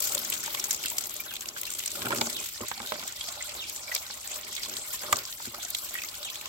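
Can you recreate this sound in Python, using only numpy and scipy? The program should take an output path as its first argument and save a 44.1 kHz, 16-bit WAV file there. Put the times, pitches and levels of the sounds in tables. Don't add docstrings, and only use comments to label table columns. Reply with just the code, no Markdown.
import sys
import numpy as np
from scipy import signal
from scipy.fft import rfft, irfft
from scipy.io import wavfile
from scipy.ndimage import uniform_filter1d

SR = 44100
rng = np.random.default_rng(int(sys.argv[2]) if len(sys.argv) > 2 else 0)


def voltage_ratio(decibels):
    exponent = np.asarray(decibels, float) / 20
    return 10 ** exponent


def waveform_to_disk(signal):
    frames = np.transpose(np.atleast_2d(signal))
    scaled = np.clip(frames, -1, 1) * 32767
    samples = np.round(scaled).astype(np.int16)
    wavfile.write(sys.argv[1], SR, samples)


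N = 285768
LIFT_S = 2.5

# t/s, flow level/dB, fineness of its break-up/dB
STREAM = [(0.0, -41.5, 4.5), (0.31, -45, -1), (0.68, -45.5, 3.5), (1.41, -53, 3), (1.68, -51.5, 3),
          (1.8, -49.5, 1.5), (2.26, -45.5, 1.5), (2.42, -46.5, 0.5), (3.12, -46.5, 1.5), (3.23, -46, 1),
          (3.95, -47, 2), (4.58, -45.5, 0), (4.78, -44, 2.5), (4.96, -43, 3), (5.07, -45, 1.5),
          (5.41, -48, 2.5), (5.88, -45.5, 4), (6.48, -49.5, 2)]
# f/Hz, level/dB per Hz
SPRAY_COLOUR = [(880, -22.5), (1500, -8), (1640, -10.5), (2170, -4), (2710, -5.5), (3350, -1.5), (6170, -3),
                (7620, 0.5), (8340, -2.5), (9500, -11.5), (12200, -3), (15100, -6), (16000, -7),
                (16900, -13.5)]
# t/s, peak level/dB, centre f/Hz, mist level/dB
HEAP_SPLATS = [(0.0034, -14.5, 7300, -4), (0.1202, -19.5, 7500, -27), (0.1479, -12.5, 7550, -13),
               (0.178, -17.5, 3800, -14), (0.1894, -20, 5270, 2), (0.248, -17, 5900, -9),
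               (0.3002, -12, 7590, 3), (0.3258, -18, 2800, -31), (0.438, -21, 6800, -10),
               (0.597, -18, 5500, -12.5), (0.6403, -14, 6500, -9), (0.708, -12, 6150, -13),
               (0.729, -17, 7300, -2), (0.745, -18.5, 6400, -15), (0.838, -20, 2800, -21),
               (0.858, -14.5, 3150, -12), (0.9, -18.5, 7500, -9), (0.9823, -11, 6260, -11.5),
               (1.0695, -20, 7490, 3), (1.14, -21, 7480, 9), (1.1643, -30, 6850, -43),
               (1.2033, -17.5, 2360, 5), (1.3373, -20.5, 2620, -9), (1.408, -21.5, 6600, -8),
               (1.486, -20, 5500, -21), (1.6135, -17.5, 7400, 1), (1.701, -33, 7830, -18),
               (1.786, -21, 7440, 1), (1.859, -18, 8040, -16), (1.8767, -17, 5630, -15)]
# t/s, peak level/dB, centre f/Hz, mist level/dB
HELD_SPLATS = [(2.147, -19.5, 2560, -9), (2.1837, -21, 4930, -22), (2.2113, -12, 4060, -19),
               (2.269, -22.5, 5500, -29), (2.366, -18.5, 3940, -15), (2.4006, -23, 7140, -16),
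               (2.683, -20.5, 8100, -8), (2.891, -30, 3650, -30), (3.077, -21, 7640, -13),
               (3.209, -22.5, 3460, -40), (3.2858, -23.5, 4170, -30), (3.424, -21, 7770, -46),
               (3.493, -25.5, 4230, -57), (3.696, -21.5, 7110, -6), (3.949, -12.5, 5260, -9),
               (3.9622, -19, 4300, -31), (4.1078, -26.5, 4500, -29), (4.315, -23, 6900, -14),
               (4.358, -23, 8000, -25), (4.551, -24, 7200, -11), (4.632, -22.5, 4100, -31),
               (4.934, -20, 7690, 2), (5.126, -10, 7560, -9), (5.158, -20.5, 5340, -32),
               (5.187, -21, 4340, -11), (5.454, -27, 7400, -8), (5.649, -21.5, 6400, -32),
               (5.703, -17, 7220, 3), (5.748, -14, 3630, -19), (5.941, -20, 2120, -4)]
# t/s, peak level/dB, centre f/Hz
DRIPS = [(0.4592, -22, 6660), (0.476, -26, 6490), (0.547, -18.5, 2740), (1.3653, -23.5, 3470),
         (1.653, -24, 4000), (1.827, -28, 2990), (1.916, -23, 7340), (2.328, -24.5, 6140),
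         (4.579, -27, 3520), (4.649, -27, 4500), (4.658, -26, 3200), (5.985, -29, 2770), (6.086, -24, 4400),
         (6.356, -24, 3300), (6.456, -24.5, 2770)]
# f/Hz, width/Hz, level/dB
WALL_MODES = [(125, 28, -8.5), (193, 280, -7), (235.4, 11, 1), (338, 62, 0), (391, 37, -3.5)]
# f/Hz, width/Hz, level/dB
SHELL_MODES = [(600, 31.6, -5), (728, 230, -12.5), (835, 49, -11), (1060, 103, -9), (1240, 62, -11.5),
               (1430, 190, -10.5), (1530, 34, -10)]


def evened(x):
    return x / np.sqrt(np.mean(x ** 2) + 1e-20)


def peaked(x):
    return x / abs(x).max(axis=-1, keepdims=True)


def steadied(x):
    local_power = abs(uniform_filter1d(x ** 2, size=48))
    return x * np.sqrt(np.mean(x ** 2) / (local_power + 1e-20))


def read(points, hz):
    f, value = np.transpose(points)
    return np.interp(np.log(hz + 1), np.log(f + 1), value)


def follow(rows, t):
    s, *columns = np.transpose(rows)
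    return [np.interp(t, s, c) for c in columns]


def bump(hz, centre_hz, octaves):
    return np.exp(-.5 * (np.log2((hz + 1) / centre_hz) / octaves) ** 2)


def colour(x, gain):
    hz = np.fft.rfftfreq(x.shape[-1], 1 / SR)
    return irfft(rfft(x) * gain(hz), x.shape[-1])


def dull(x, hz):
    return signal.sosfilt(signal.butter(4, hz, fs=SR, output="sos"), x)


def add(mix, s, sound):
    part = mix[:, max(round(s * SR), 0):][:, :sound.shape[1]]
    part += sound[:, :part.shape[1]]


def swell(t, rise, t60):
    shape = (1 - np.exp(-(t / rise) ** 2)) * voltage_ratio(-60 * t / t60)
    return shape / shape.max()


def ring(x, modes):
    total = 0
    for hz, width, db in modes:
        radius, angle = np.exp(-np.pi * width / SR), 2 * np.pi * hz / SR
        poles = [1, -2 * radius * np.cos(angle), radius * radius]
        total = total + voltage_ratio(db) * (1 - radius) * signal.lfilter([1, 0, -1], poles, x)
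    return total


def struck(blow, modes):
    return peaked(sum(voltage_ratio(db) * peaked(ring(blow, [(hz, width, 0)])) for hz, width, db in modes))


def patter(size, per_s, spread_db, rise, t60, rate):
    landed = rng.random(size) < per_s / rate
    drops = landed * voltage_ratio(2 * spread_db * np.minimum(rng.exponential(1, size), 3))
    burst = swell(np.arange(round(0.18 * rate)) / rate, rise, t60)
    power = signal.oaconvolve(drops, burst[:, None] ** 2, axes=0)
    return abs(power[:size[0]]) / power.mean(0)


def spray():
    frames, hz, rate = N // 32 + 5, np.fft.rfftfreq(128, 1 / SR), SR / 32
    t = np.arange(frames) / rate
    held = t > LIFT_S
    flow_db, fine_db = follow(STREAM, t)
    mist_db = 0.91 * fine_db - 3 * held
    slosh_db = -0.54 * fine_db - 0.42 * flow_db

    bands = bump(hz, np.geomspace(2000, 14000, num=12)[:, None], 0.15)
    bands /= bands.sum(0) + 1e-9
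    quick = patter((frames, 12), 90, 5.3, 0.0014, 0.012, rate) @ bands
    sheets = patter((frames, 12), 45, 6.8, 0.025, 0.083, rate) @ bands
    wide = patter((frames, 1), 82, 6.0, 0.0015, 0.064, rate)
    wide = wide * np.where(held, 0.2, 1)[:, None]
    power = 0.02 + 0.39 * quick + 0.69 * sheets + 0.72 * wide + 0.023 * held[:, None]

    mist = np.clip((hz - 8500) / 1500, 0, 1)
    slosh = np.clip((4600 - hz) / 1200, 0, 1)
    tilt_db = np.outer(mist_db - mist_db.mean(), mist) + np.outer(slosh_db - slosh_db.mean(), slosh)
    tilt_db += np.outer(gush(t), 1 - 0.48 * mist)
    a, b = rng.standard_normal((frames, 65, 2, 2)).T
    spectra = (a + 1j * b) * (np.sqrt(power) * voltage_ratio(tilt_db)).T
    hiss = signal.istft(spectra, nperseg=128, noverlap=96)[1][:, :N]
    hiss = evened(colour(hiss, lambda f: voltage_ratio(read(SPRAY_COLOUR, f))))
    return hiss * voltage_ratio(follow(STREAM, np.arange(N) / SR)[0] + 8.5)


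def gush(t):
    s = np.array([row[0] for row in [*HEAP_SPLATS, *HELD_SPLATS, *DRIPS]])
    gush_db, gush_s = 2.5, 0.022
    return gush_db * np.tanh(np.exp(-((t[:, None] - s) / gush_s) ** 2).sum(1))


def splats():
    t, hz, out = np.arange(4096) / SR, np.fft.rfftfreq(4096, 1 / SR), np.zeros((2, N))
    body = swell(t, .0028, .014) + .1 * swell(t, .006, .06)
    snap = swell(t, .0022, .008) + .08 * swell(t, .004, .04)
    drip_mist_db = -18.5
    slugs = [*HEAP_SPLATS, *HELD_SPLATS, *[(*row, drip_mist_db) for row in DRIPS]]
    for s, db, centre_hz, mist_db in slugs:
        drops = rfft(rng.standard_normal((2, 4096))) * voltage_ratio(read(SPRAY_COLOUR, hz))
        low = irfft(drops * (hz < 9300) * (0.36 + bump(hz, centre_hz, 0.21)))
        high = irfft(drops * (hz >= 9300) * voltage_ratio(mist_db + 9.0))
        add(out, s - .0014, voltage_ratio(db + 0.5) * peaked(steadied(low) * body + high * snap))
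    return out


def ticks():
    # t/s, peak level/dB, centre f/Hz
    small_drops = [(0.0717, -28, 7490), (0.0946, -26, 7730), (0.215, -27, 7600), (0.3219, -20.5, 2630),
                   (0.352, -26, 3630), (0.3664, -41, 8050), (0.377, -27, 6410), (0.4034, -30, 7650),
                   (0.4299, -26, 5250), (0.646, -22, 7640), (0.655, -23, 6580), (0.696, -27, 7060),
                   (0.717, -19, 5800), (0.737, -23, 6560), (0.763, -29, 7430), (0.7734, -35, 6490),
                   (0.829, -24, 7420), (0.8668, -24.5, 2800), (0.882, -21.5, 7500), (0.9174, -30, 2420),
                   (0.9693, -28, 7010), (1.008, -28, 7510), (1.022, -28, 4950), (1.038, -21.5, 7040),
                   (1.056, -26, 6980), (1.094, -25.5, 7470), (1.107, -29, 7040), (1.164, -26, 7260),
                   (1.2368, -32.5, 5500), (1.308, -29, 3290), (1.355, -25, 3400), (1.4572, -25, 2950),
                   (1.6, -36, 7340), (1.6323, -23, 2350), (1.703, -21.5, 7900), (1.7224, -25, 7100),
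                   (1.7364, -23, 7300), (1.7494, -24, 8000), (1.792, -20, 7300), (1.802, -22.5, 2920),
                   (1.8363, -21, 2950), (1.904, -25, 7290), (1.9524, -35, 5600), (2.006, -32, 2820),
                   (2.0557, -20, 2780), (2.174, -21.5, 6150),
                   (2.4414, -31, 7680), (2.577, -28.5, 4090), (2.612, -27, 7540), (2.6583, -34, 7950),
                  (2.7778, -26.5, 4420), (2.818, -26.5, 3730), (2.8612, -26, 4240), (2.872, -25, 3690),
                  (2.94, -32, 3730), (2.995, -25, 3780), (3.0145, -29, 2230), (3.037, -27.5, 5410),
                  (3.1228, -26, 6780), (3.1617, -29, 4400), (3.24, -34, 7110), (3.3233, -25.5, 7900),
                  (3.5409, -29, 7130), (3.761, -24, 6530), (3.92, -32, 2000), (3.978, -27.5, 3560),
                  (4.026, -30, 7350), (4.065, -28, 3660), (4.14, -29, 6970), (4.173, -31, 7010),
                  (4.274, -23.5, 7900), (4.341, -25, 7880), (4.447, -30, 7460), (4.527, -25.5, 7600),
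                  (4.565, -23, 3840), (4.6957, -23.5, 6750), (4.737, -24.5, 4050), (4.7673, -21.5, 3900),
                  (4.992, -29, 5190), (5.033, -26.5, 7120), (5.0973, -35, 7180), (5.167, -18.5, 7400),
                  (5.252, -24.5, 5350), (5.3257, -25, 3750), (5.4196, -30, 4700), (5.5447, -28.5, 5200),
                  (5.63, -27, 6330), (5.7857, -22.5, 7700), (5.454, -28, 3900), (5.9748, -32, 2480),
                  (6.018, -26, 2540), (6.0353, -24, 5700), (6.047, -26.5, 7110), (6.1423, -30, 3270),
                  (6.152, -31, 5100), (6.229, -24, 3970), (6.2483, -24, 7810), (6.301, -24.5, 3720),
                  (6.412, -28.5, 2750)]
    t, hz, out = np.arange(1024) / SR, np.fft.rfftfreq(1024, 1 / SR), np.zeros((2, N))
    puff = swell(t, .0013, .018)
    for s, db, centre_hz in small_drops:
        gain = voltage_ratio(read(SPRAY_COLOUR, hz)) * (0.36 + bump(hz, centre_hz, 0.23))
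        drop = irfft(rfft(rng.standard_normal((2, 1024))) * gain)
        add(out, s - .001, voltage_ratio(db + 1) * peaked(steadied(drop) * puff))
    return out


def fizz():
    t, out = np.arange(900) / SR, np.zeros((2, N))
    for hz in np.geomspace(1400, 8000, num=24):
        born = rng.random(N) < hz / 300 / SR
        size = born * voltage_ratio(2.9 * np.minimum(rng.exponential(1, N), 3))
        cycles = hz * t
        phase = cycles * (1 + 0.00133 * cycles) + rng.random((2, 1))
        tone = np.sin(2 * np.pi * phase) * swell(cycles, 2.0, 110)
        out += signal.oaconvolve(size[None], tone, axes=1)[:, :N]
    return evened(out) * voltage_ratio(follow(STREAM, np.arange(N) / SR)[0] - 7.0)


def plinks():
    # t/s, peak level/dB, f/Hz
    bubbles = [(0.432, -35.5, 1520), (0.571, -32.5, 2210), (1.75, -46, 3140), (0.86, -34, 2640),
               (1.1974, -36, 2330), (1.2627, -39, 1530), (1.31, -38, 1524), (1.428, -42, 1530),
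               (1.5619, -35.5, 1570), (1.672, -35, 2700), (3.209, -31.5, 3240), (3.406, -34, 2010),
               (3.876, -38, 2270), (2.87, -36, 3670), (2.893, -40, 3660), (3.915, -28.5, 1937),
               (4.4682, -38.5, 2135), (4.5757, -35, 2150), (4.5993, -41, 2110), (5.941, -44, 3270),
               (5.978, -35, 1900), (6.047, -45, 2190), (5.955, -44, 2160), (5.9509, -30.5, 1880),
               (5.9844, -32.5, 2530), (6.017, -37, 2490), (6.0364, -39, 2040)]
    t, out = np.arange(3000) / SR, np.zeros((2, N))
    for s, db, hz in bubbles:
        tone = np.sin(2 * np.pi * (hz * t * (1 + 0.78 * t) + rng.random((2, 1))))
        froth = evened(ring(rng.standard_normal((2, 3000)), [(hz, 500, 0)]))
        add(out, s - .001, voltage_ratio(db) * (tone + 0.54 * froth) * swell(t, 0.0033, 0.062))
    return out


def drumming():
    shells_gain, wall_gain = shaking()
    steps, rate = N // 32 + 1, SR / 32
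    shared = patter((steps, 1), 60, 1.8, 0.00031, 0.067, rate)
    own = patter((steps, len(SHELL_MODES)), 45, 6.7, 0.0022, 0.059, rate)
    jolts = np.repeat(0.53 + .5 * shared + 0.84 * own, 32, axis=0)[:N].T
    shells = np.zeros((2, N))
    for jolt, mode in zip(jolts, SHELL_MODES):
        shells += ring(np.sqrt(jolt) * rng.standard_normal((2, N)), [mode])
    wall = ring(np.sqrt(2.0 + jolts.mean(0)) * rng.standard_normal((2, N)), WALL_MODES)
    shells = voltage_ratio(-4.0) * shells_gain * evened(dull(shells, 1440))
    return shells + voltage_ratio(-1.16) * wall_gain * evened(dull(wall, 580))


def shaking():
    # t/s, level/dB
    drum = [(0.0, -46), (.55, -45.5), (1.0, -49), (1.3, -51.5), (1.9, -52.5), (2.42, -51), (2.47, -60.5),
            (2.6, -51), (3.1, -54), (3.5, -49), (4.15, -51), (4.9, -47.5), (5.3, -52.5), (6.48, -47.5)]
    # middle t/s, length/s, level/dB, wall over shells/dB
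    shoves = [(0.165, 0.11, -48, -5), (2.023, 0.16, -42, -4), (2.147, 0.24, -36, -3.5),
              (2.255, 0.08, -43, -3), (2.376, 0.13, -50.5, 2.5), (2.627, 0.046, -40.5, -6),
              (2.834, 0.072, -41.5, -9), (3.03, 0.21, -46, -11.5), (3.35, 0.25, -45.5, -38),
              (3.572, 0.04, -41, -13.5), (3.947, 0.2, -45.5, -23), (4.348, 0.14, -44.5, -14),
              (3.7, 0.21, -61.5, 3), (4.503, 0.12, -63, 7), (4.734, 0.25, -55, 2.5),
              (5.114, 0.2, -40, -8.5), (5.197, 0.1, -52, -3), (5.563, 0.093, -45.5, -10.5),
              (5.958, 0.29, -63, 3)]
    t = np.arange(N // 32 + 1) * 32 / SR
    shells = voltage_ratio(2 * follow(drum, t)[0])
    wall = shells * voltage_ratio(2 * (-8 - 8.5 * (t > LIFT_S)))
    for s, length, db, wall_db in shoves:
        push = voltage_ratio(2 * db) * np.exp(-(3 * (t - s) / length) ** 2)
        shells, wall = shells + push, wall + voltage_ratio(2 * wall_db) * push
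    return np.repeat(np.sqrt([shells, wall]), 32, axis=1)[:, :N]


def knocks():
    # t/s, peak level/dB, shell
    # f/Hz, wall/dB, crack/dB
    toy_knocks = [(0.171, -23.5, 617, -15, -5.5), (0.479, -25.5, 920, -20, -29), (0.546, -25.5, 1080, -12, -13),
                  (3.55, -34, 815, -24, 0), (3.894, -33, 650, -19, -8), (3.96, -29.5, 710, -25, 3),
                  (4.101, -29.5, 840, -12, -13), (4.365, -29, 1050, -31, -15), (5.036, -24.5, 1020, -29, -14),
                  (5.094, -30.5, 587, -11, -30), (5.128, -4.5, 1174, -17, -8), (5.402, -29.5, 885, -23, -24),
                  (2.052, -25, 800, -4, -10), (5.545, -26, 1240, -25, -5),
                  (2.019, -24, 1590, -6, 1), (2.067, -16.5, 1430, -6, -10), (2.106, -18, 905, -7, -6),
              (2.119, -15, 1030, -11.5, -8.5), (2.125, -15, 1410, -12, -9.5), (2.214, -16, 885, -3, -2.5),
              (2.27, -25, 630, -1, -21), (2.608, -25, 500, -13, -21), (2.635, -28.5, 1060, -30, -16),
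              (2.715, -18.5, 1005, -15, -5.5), (2.802, -22.5, 820, -9, -8.5), (2.921, -17.5, 620, -13, -6),
              (2.956, -28, 606, -7, -17), (3.027, -31, 1480, -16, -3)]
    # f/Hz, width/Hz, level/dB
    crack_modes = [(2314, 166, 9.5), (2700, 1200, 18), (3400, 83, -2)]
    t, out = np.arange(6000) / SR, np.zeros((2, N))
    rattle = swell(t, 0.0014, 0.018) + 0.05 * swell(t, 0.005, 0.09)
    wall_modes = [*WALL_MODES, (152, 1000, 13)]
    for s, db, hz, wall_db, crack_db in toy_knocks:
        blow = rng.standard_normal((2, 6000)) * rattle
        own = [(hz, 85, 3), (1.34 * hz, 600, -3), (1.654 * hz, 150, -4)]
        near = [(f, w, d - 6.5 * abs(np.log2(f / hz))) for f, w, d in SHELL_MODES]
        shell = dull(struck(blow, own + near), 2790)
        wall = dull(struck(blow, wall_modes), 790)
        crack = dull(struck(blow, crack_modes), 10000)
        add(out, s - .0017, voltage_ratio(db) * (shell + voltage_ratio(wall_db) * wall + voltage_ratio(crack_db + 4.5) * crack))
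    return out


def taps():
    # t/s, peak level/dB, shell f/Hz
    touches = [(0.057, -35, 1490), (0.119, -36, 1340), (0.153, -29, 600), (0.365, -34, 1500),
               (0.85, -26.5, 1530), (0.915, -33, 955), (1.003, -37.5, 1350), (1.694, -36, 1480),
               (1.953, -34, 1400), (1.971, -33, 571), (2.058, -23, 1420), (2.133, -23, 590),
               (2.148, -31, 580), (2.184, -31, 1370), (2.323, -39, 600), (2.776, -34, 790),
               (2.828, -35.5, 754), (2.851, -32.5, 1520), (2.899, -42, 603), (2.938, -33, 600),
               (2.987, -34, 657), (3.004, -34, 1030), (3.034, -30.5, 1040), (3.232, -41, 1010),
               (3.284, -34, 700), (3.366, -41, 580), (3.533, -39, 1290), (4.658, -40, 1070),
               (4.939, -33, 1025), (4.96, -38, 584), (5.183, -32, 589), (5.453, -33, 1520),
               (5.649, -38.5, 705), (5.909, -39.5, 630), (5.976, -40, 1430), (6.036, -36.5, 1240)]
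    t, out = np.arange(3000) / SR, np.zeros((2, N))
    for s, db, hz in touches:
        blow = rng.standard_normal((2, 3000)) * swell(t, 0.00097, 0.024)
        modes = [(hz, 50, 0), (1.86 * hz, 300, -9), (236, 60, -12)]
        add(out, s - .0015, voltage_ratio(db - 1) * struck(blow, modes))
    return out


def thuds():
    # t/s, peak level/dB
    bumps = [(2.0223, -36), (2.051, -32), (2.133, -29.5), (2.186, -33.5), (2.6131, -32), (2.812, -43.5),
             (5.4733, -35.5)]
    # f/Hz, level/dB, t60/s
    bucket_modes = [(116.4, -5, 0.1), (236, 4, 0.05), (347, -4.5, 0.096)]
    t, out = np.arange(6000) / SR, np.zeros((2, N))
    body = sum(voltage_ratio(db) * swell(t, 0.0013, t60) * np.sin(2 * np.pi * hz * t) for hz, db, t60 in bucket_modes)
    for s, db in bumps:
        add(out, s, voltage_ratio(db) * peaked(np.array([body, body])))
    return out


def bird():
    # t/s, level/dB
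    whistles = [(1.271, -43.5), (2.339, -40), (3.584, -39), (6.23, -40)]
    out, late = np.zeros((2, N)), np.arange(9000) / SR
    for s, db in whistles:
        hz = np.geomspace(4250, 2200, round(.068 * SR))
        size = len(hz)
        hz = hz + 90 * evened(uniform_filter1d(rng.standard_normal(size), size=120))
        tone = np.sin(2 * np.pi * np.cumsum(hz) / SR)
        tone *= signal.windows.tukey(size, .4) * (hz / 2600) ** 1.5
        tone *= 1.1 + .35 * np.sin(2 * np.pi * 55 * np.arange(size) / SR)
        echoes = .016 * rng.standard_normal((2, len(late))) * swell(late, .012, .3)
        echoes[[0, 1], [0, 40]] = 1
        add(out, s, voltage_ratio(db) * signal.fftconvolve(tone[None], echoes, axes=1))
    return out


def yard():
    # f/Hz, level/dB per Hz
    rumble = [(18, -34), (30, 3), (70, 4), (117, -1.5), (178, -8), (384, -8), (450, -20), (580, -68),
              (990, -120)]
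    noise = rng.standard_normal((2, N))
    return voltage_ratio(-61) * evened(colour(noise, lambda f: voltage_ratio(read(rumble, f))))


def scene():
    # f/Hz, likeness/0..1
    likeness = [(60, 0.78), (300, 0.92), (1000, 1), (2000, 0.19), (4000, 0.022), (16000, 0.43)]
    # f/Hz, phase/rad
    port_lead = [(0, 0), (400, -0.4), (690, -1.29), (1380, -1.1), (1640, -3), (2410, -1), (3880, -4),
                 (5170, -12.5), (5600, -14), (5860, -13), (8270, -32), (9560, -36.5), (14200, -71.5),
                 (15900, -70), (16600, -87)]
    # f/Hz, left over right/dB
    balance = [(60, 2), (120, 2.5), (240, 5), (480, 1.5), (950, -2.5), (1890, 0), (3770, 0.5), (7520, 4),
               (15000, 4)]
    water = spray() + splats() + ticks() + fizz() + plinks()
    plastic = drumming() + knocks() + taps() + thuds()
    first, other = water + plastic + bird() + yard()

    f, lead = np.transpose(port_lead)
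    hz = np.fft.rfftfreq(N, 1 / SR)
    same, lean = np.clip(read(likeness, hz), 0, 1), voltage_ratio(read(balance, hz) / 2)
    left = lean * np.exp(1j * np.interp(hz, f, lead - lead[0])) * rfft(first)
    right = (same * rfft(first) + np.sqrt(1 - same ** 2) * rfft(other)) / lean
    drift_db = np.interp(np.arange(N) / SR, [0, 1.4, 2.7, 3.6, 4.2, 6.5], [0.0, -0.5, -2.5, -2.0, -2.0, -1.5])
    return irfft(np.array([left, right]), N) * voltage_ratio([drift_db / 2, -drift_db / 2])


def band_limit(x):
    return signal.sosfilt(signal.butter(12, 15950, fs=SR, output="sos"), x)


def record(dry):
    bass_cut = signal.butter(4, 44, "highpass", fs=SR, output="sos")
    top_cut = signal.firwin(301, 16600, window=("kaiser", 9), fs=SR)
    mix = signal.oaconvolve(signal.sosfilt(bass_cut, dry), top_cut[None], "same")
    return band_limit(mix)


dry = scene()
out = record(dry)
waveform_to_disk(out)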